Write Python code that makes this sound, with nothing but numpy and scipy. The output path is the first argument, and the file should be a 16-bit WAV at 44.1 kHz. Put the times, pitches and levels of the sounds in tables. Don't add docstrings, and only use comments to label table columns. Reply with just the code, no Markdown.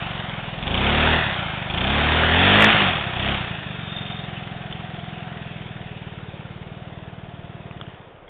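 import sys
import numpy as np
from scipy import signal
from scipy.fft import rfft, irfft, next_fast_len
from scipy.io import wavfile
from scipy.ndimage import uniform_filter1d

SR = 44100
rng = np.random.default_rng(int(sys.argv[2]) if len(sys.argv) > 2 else 0)


def volts_from_decibels(level):
    exponent = np.asarray(level, float) / 20
    return 10 ** exponent


def put_to_file(sound):
    columns = np.atleast_2d(sound).T
    safe = np.clip(columns, -1, 1)
    whole_steps = np.round(safe * 32767)
    wavfile.write(sys.argv[1], SR, whole_steps.astype(np.int16))


N = 365588
T = np.arange(N) / SR


def level(x, db=0):
    return x * volts_from_decibels(db) / np.sqrt(np.mean(x ** 2))


def even(x, s=0.1):
    k = int(s * SR)
    power = uniform_filter1d(uniform_filter1d(x ** 2, k), k)
    return x / np.sqrt(power + 1e-12)


def ring(x, modes, order=1):
    out = 0
    for k, (hz, width, db) in enumerate(modes):
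        y = x
        for _ in range(order):
            y = signal.lfilter(*signal.iirpeak(hz, hz / width, SR), y)
        out = out + (-1) ** k * volts_from_decibels(db) * y
    return out


def walk(rate):
    k = int(SR / rate)
    steps = np.repeat(rng.standard_normal(N // k + 1), k)
    return 1.13 * uniform_filter1d(uniform_filter1d(steps, k), k)[:N]


def fade(x, s):
    return signal.lfilter([1], [1, -np.exp(-1 / (s * SR))], x)


def lag(x, s):
    return fade(x, s) * (1 - np.exp(-1 / (s * SR)))


def strokes(turns, at, scatter_db):
    whole = np.floor(turns - at).astype(int) + 2
    strength = volts_from_decibels(scatter_db * rng.standard_normal(N // 200)[whole])
    return np.diff(whole, prepend=whole[0]) * strength


def puff(turns, at, width):
    return np.exp((np.cos(2 * np.pi * (turns - at)) - 1) / width)


# open t/s, shut t/s, firing rate gained f/Hz
REVS = [
    (.585, 1.163, 20.755),
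    (1.658, 2.7094, 19.601),
    (2.305, 2.838, 15.808),
    (3.105, 3.287, 18.802),
]
# t/s, firing rate f/Hz
IDLE = [
    (0.058, 23.55),
    (0.456, 19.98),
    (1.935, 21.78),
    (3.702, 21.86),
    (5.408, 20.86),
    (6.402, 17.85),
    (6.747, 19.63),
    (7.754, 18.59),
    (8.285, 10.96),
]


def speed():
    cable_s, flywheel_s = .039, .207
    asked = sum(hz * ((T >= start) & (T < end)) for start, end, hz in REVS)
    return np.interp(T, *np.transpose(IDLE)) + lag(lag(asked, cable_s), flywheel_s)


TURN_S, TURN_LENGTH_S = 3.156, 0.67
# open t/s, shut t/s, share 0-1
THROTTLE = [(0.564, 1.145, 0.98), (1.66, 2.666, 0.86), (2.302, 2.68, 0.3), (2.732, 2.836, 0.9),
            (3.123, 3.318, 0.7)]


def filling():
    fill_s, drain_s, choke = 0.11, 0.051, 0.077
    grip = 0
    for start, end, share in THROTTLE:
        built = 1 - np.exp(-np.maximum(T - start, 0) / fill_s)
        left = np.exp(-np.maximum(T - end, 0) / drain_s)
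        grip = grip + share * built * left
    return np.clip(np.maximum(grip, choke * (T < TURN_S)), 0, 1)


# f/Hz, level/dB
OPEN_PIPE = [(30, 3), (55, -1.5), (80, 4), (110, -6), (160, -0.5), (215, 4), (250, 6), (315, -1), (375, 6),
             (545, 1), (800, -9.5)]
# level/dB; even ones lead, the crank turning twice a cycle
ORDER_DB = [-12, 0, -7, -3, -11, -4, -11, -10, -13, -10, -15, -13, -14, -14, -16, -16]


def pull(turns, hz, low_hz, high_hz):
    pipe_hz, pipe_db = np.transpose(OPEN_PIPE)
    out = 0
    for k, db in enumerate(ORDER_DB, 1):
        inside = np.clip((k * hz - low_hz) / 20, 0, 1) * np.clip((high_hz - k * hz) / 20, 0, 1)
        gain = inside * volts_from_decibels(db + np.interp(k * hz, pipe_hz, pipe_db) + 1.9 * walk(4.9))
        out = out - gain * np.cos(2 * np.pi * k * turns - .45 * k ** 2)
    return even(out)


# f/Hz, width f/Hz, level/dB
IDLE_PIPE = [(179.7, 110, -2.5), (113, 124, 3.5)]
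# f/Hz, width f/Hz, level/dB
BARK_PIPE = [(285, 89, -2), (361.6, 56, -0.4), (427, 29, -0.2)]
MISFIRES = [2.935, 2.986, 3.04, 3.627]


def exhaust(turns, hz, load, bark_db, turned):
    misfire_db, wall_s = -13.5, 0.01384
    lean, lean_until_s = .55, 6.24
    slowing = -uniform_filter1d(np.gradient(hz) * SR, SR // 10)
    overrun = np.clip(slowing / 30 - .2, 0, 1)
    blow = strokes(turns, 0, .9 + 2.5 * overrun)
    blow = blow * volts_from_decibels(misfire_db * sum(abs(T - s) < .5 / hz for s in MISFIRES))
    back = np.roll(blow, int(wall_s * SR))
    direct = ring(blow, IDLE_PIPE, order=3)
    wall = 0.54 * ring(back, [(188.3, 49.7, 0.0071)], order=2)
    later = 0.12 * ring(np.roll(back, SR // 90), IDLE_PIPE, order=3)
    pop = -even(direct + wall + later)
    pop = pop - lean * turned * np.clip(lean_until_s - T, 0, 1) * ring(pop, [(79, 90, 0)])
    flow = even(ring(rng.standard_normal(N), [(85, 90, -7.5), (133, 120, -8.0)], order=2))
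    low_tone = pull(turns + .1, hz, low_hz=0, high_hz=259.2)
    thump = np.sqrt(1 - load) * pop + np.sqrt(load) * low_tone
    rush = rng.standard_normal(N) * (4.2 + puff(turns, 0.057, 0.74))
    gas = even(ring(rush + 40 * back, BARK_PIPE, order=2))
    high_tone = pull(turns + .1, hz, low_hz=240, high_hz=800)
    bark = np.sqrt(load) * high_tone + np.sqrt(1 - .88 * load) * gas
    return even(thump + 0.18 * flow) + volts_from_decibels(bark_db) * even(bark)


# f/Hz, width f/Hz, level/dB
AIRBOX = [(539, 140, -8.5), (720, 208, -4), (979, 366, -9)]


def intake(turns):
    air = rng.standard_normal(N) * (1.5 + puff(turns, 0.28, .8)) * volts_from_decibels(0.41 * walk(25))
    return even(ring(air, AIRBOX, order=2) + 0.09 * ring(air, AIRBOX))


# f/Hz, width f/Hz, level/dB
CASING = [(1087, 330, -5), (1424, 590, -0.02), (1882, 316, 2), (2128, 312, -0.84), (2600, 360, -0.5),
          (2960, 354, -1.1), (3300, 380, -1.25), (3730, 273, 0.5), (4225, 200, -0.5)]


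def rattle(turns, hz, load):
    rasp = load * puff(turns, .95, .2) * volts_from_decibels(3.0 * walk(30))
    hits = rng.random(N) < 60 / SR
    clatter = fade(hits * volts_from_decibels(np.minimum(2.6 * rng.exponential(size=N), 13)), 0.0028)
    swell = .7 * puff(turns, 0.26, 0.48)
    noise = rng.standard_normal(N) * (1.7 + swell + 0.88 * rasp + 0.2 * clatter)
    valves = 15 * strokes(turns, .69, 3.4) + 10 * strokes(turns, 0.18, 6.1) + 10 * strokes(turns, 0.26, 5.0)
    taps = (1 - 0.23 * load) * valves
    casing = 0
    for k, mode in enumerate(CASING):
        casing = casing + (-1) ** k * volts_from_decibels(1.33 * walk(12)) * ring(noise + taps, [mode])
    return even(even(casing) + 1.4 * chuff(turns, hz, load))


# f/Hz, level/dB per Hz
GARDEN = [(15, -37), (25, -14.5), (351, -39), (415, -15.5), (492, -24), (988, -30), (1100, -29.5),
          (3360, -48), (3900, -53), (5070, -76), (8580, -120)]
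GARDEN_DB = -42


def garden():
    hz, db = np.transpose(GARDEN)
    murmur = 0
    for f in 28 * 2 ** np.arange(0, 7.2, .5):
        gain = volts_from_decibels(np.interp(np.log(f), np.log(hz), db) + 1.1 * walk(6.4))
        murmur = murmur + gain * ring(rng.standard_normal(N), [(f, f / 1.33, 0)], order=2)
    return level(murmur, GARDEN_DB - 4.0)


# t/s, peak level/dB, low f/Hz, high f/Hz, t60/s
TICKS = [(1.074, -5.5, 863, 1500, .03), (1.7787, -14, 1270, 3200, .015), (6.335, -32, 344, 552, 0.13),
         (8.28, -37.5, 2140, 3300, 0.034), (2.236, -5.5, 1337, 1550, 0.022),
         (4.367, -28.5, 2690, 2960, 0.11), (4.435, -31, 2600, 2640, 0.032),
         (4.621, -33.5, 2600, 2750, 0.012), (4.726, -20, 3120, 3500, 0.031),
         (7.7115, -17, 1110, 2460, 0.0046), (7.8009, -24.5, 346, 602, 0.0089),
         (7.813, -17.5, 1330, 3300, 0.0083), (7.867, -30, 1580, 2960, 0.013)]
# t/s, peak level/dB
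CRACKS = [(2.5485, -3), (2.557, -1.5), (2.588, -1.5), (2.607, 3), (2.6225, 0), (2.626, 1), (2.6415, .5),
          (2.645, 1), (2.663, -.5), (2.697, -4), (2.703, 1)]
# low f/Hz, high f/Hz, t60/s
CRACK = (1400, 2300, .007)
# t/s, peak level/dB, f/Hz
THUDS = [(0.05, -38, 71), (4.541, -34, 44.8), (4.71, -31.5, 69.8)]


def knocks():
    out, t = np.zeros(N + SR), np.arange(SR // 8) / SR
    for s, db, low_hz, high_hz, t60 in TICKS + [row + CRACK for row in CRACKS]:
        modes = -np.sin(2 * np.pi * low_hz * t) - np.sin(2 * np.pi * high_hz * t)
        crack = modes + 0.71 * rng.standard_normal(len(t))
        out[int(s * SR):][:len(t)] += volts_from_decibels(db) / 2 * crack * np.exp(-np.log(1000) * t / max(t60, .004))
    for s, db, hz in THUDS:
        out[int(s * SR):][:len(t)] += volts_from_decibels(db) * np.sin(2 * np.pi * hz * t) * np.exp(-t / 0.011)
    return out[:N]


def chuff(turns, hz, load):
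    lugging = np.clip(load / .3 - .3, 0, .7) * np.clip((39 - hz) / 9, 0, 1)
    first = strokes(turns, .03, 1.5)
    second = 0.6 * strokes(turns, 0.25, 2.0)
    spit = rng.standard_normal(N) * fade(first + second, .003)
    bright = even(ring(spit, [(2340, 330, -2.0), (3500, 770, -1)]))
    suction = uniform_filter1d(uniform_filter1d(np.roll(first, SR // 500), SR // 400), SR // 400)
    rebound = fade(suction, .008) / (0.0095 * SR)
    return lugging * (bright - 0.23 * even(suction - rebound))


# start t/s, end t/s, f/Hz, level/dB
PANEL = [(3.77, 5.297, 718.8, -43.5), (5.303, 5.9, 698, -51.5), (6.542, 7.836, 680, -50)]


def panel(turns):
    start, end, hz, _ = np.transpose(PANEL)
    slow = signal.butter(2, 38, fs=SR, output="sos")
    sway = signal.sosfilt(slow, rng.standard_normal((2, N)))
    spin = 2 * np.pi * np.cumsum(np.interp(T, (start + end) / 2, hz)) / SR
    hum = sway[0] * np.cos(spin) + sway[1] * np.sin(spin)
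    hum = hum * (0.77 + puff(turns, .85, 0.94))
    loudness = sum(volts_from_decibels(d) * ((T >= a) & (T < b)) for a, b, _, d in PANEL)
    return even(hum) * lag(loudness, 0.14)


# loudest t/s, level/dB
SQUEAK = [(3.98, -31), (4.17, -36)]


def squeak(turns):
    squeak_hz, rise_db_per_s, fall_db_per_s = 3630, 88, 115
    rub = strokes(2 * turns, 0.065, 4.2)
    rub = rub + 0.04 * rng.standard_normal(N) * puff(2 * turns, 0.53, 0.35)
    grip = 0
    for s, db in SQUEAK:
        before, after = np.maximum(s - T, 0), np.maximum(T - s, 0)
        grip = grip + volts_from_decibels(db - rise_db_per_s * before - fall_db_per_s * after)
    return even(ring(rub, [(squeak_hz, 110, 0)], order=2)) * grip


# level/dB at 20 Hz, dB per octave of speed, dB at full filling, dB once tail-on,
# share of distance loss
LAYERS = [
    (-33.5, 5.5, 7, 1.5, 0.64),
    (-48, 9, 12, -0.5, .3),
    (-38.5, 10, 4, -4.5, 0.93),
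    (-34.5, 13.5, 2.5, 0, 1.58),
]
# t/s, distance/m
DISTANCE = [(0, 2.02), (2.6, 2.11), (3.05, 2.62), (3.3, 2.24), (3.6, 2.86), (4.1, 2.54), (4.6, 3.17),
            (5.5, 3.26), (6.4, 4.3), (7.3, 5.8), (8.29, 5.8)]


def scene():
    key_off_s, key_off_db, die_db_per_s, unfired_db = 7.9, 1.5, -42, -5.5
    engine_top = .52
    hz, load = speed(), filling()
    turns = np.cumsum(hz) / SR + 2 - .435 + 0.0039 * walk(15)
    turned = np.clip((T - TURN_S) / TURN_LENGTH_S, 0, 1)
    loss_db = -20 * np.log10(np.interp(T, *np.transpose(DISTANCE)) / 2)
    off = T > key_off_s
    off_db = off * (key_off_db + die_db_per_s * (T - key_off_s))
    octaves = np.log2(np.maximum(hz, 20) / 20)
    thump_db, bark_db, intake_db, rattle_db = (
        idle + rev * octaves + full * load + tail * turned + far * loss_db
        for idle, rev, full, tail, far in LAYERS)
    bark_over_thump_db = bark_db - thump_db - off_db / 2
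    engine = volts_from_decibels(thump_db + off_db + unfired_db * off) * exhaust(turns, hz, load, bark_over_thump_db, turned)
    engine = engine + volts_from_decibels(intake_db + off_db / 2) * intake(turns)
    engine = engine + volts_from_decibels(rattle_db + off_db) * rattle(turns, hz, load)
    engine = np.clip(engine, -engine_top, engine_top)
    return (engine + panel(turns) + squeak(turns) + knocks() + garden())[None]


def band_limit(x):
    return signal.sosfilt(signal.butter(12, 16000, fs=SR, output="sos"), x)


# f/Hz, level/dB
PHONE = [(10, -18.5), (30, -1), (3500, 1), (3770, -10), (3980, -26), (4280, -25.5), (4400, -31.5),
         (4480, -57), (4560, -103), (22050, -120)]


def record(dry):
    size = next_fast_len(N)
    hz, db = np.transpose(PHONE)
    band = volts_from_decibels(np.interp(np.arange(size // 2 + 1) * SR / size, hz, db))
    x = irfft(rfft(dry, size) * band, size)[:, :N]
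    return band_limit(np.clip(x, -.71, .71))


dry = scene()
out = record(dry)
put_to_file(out)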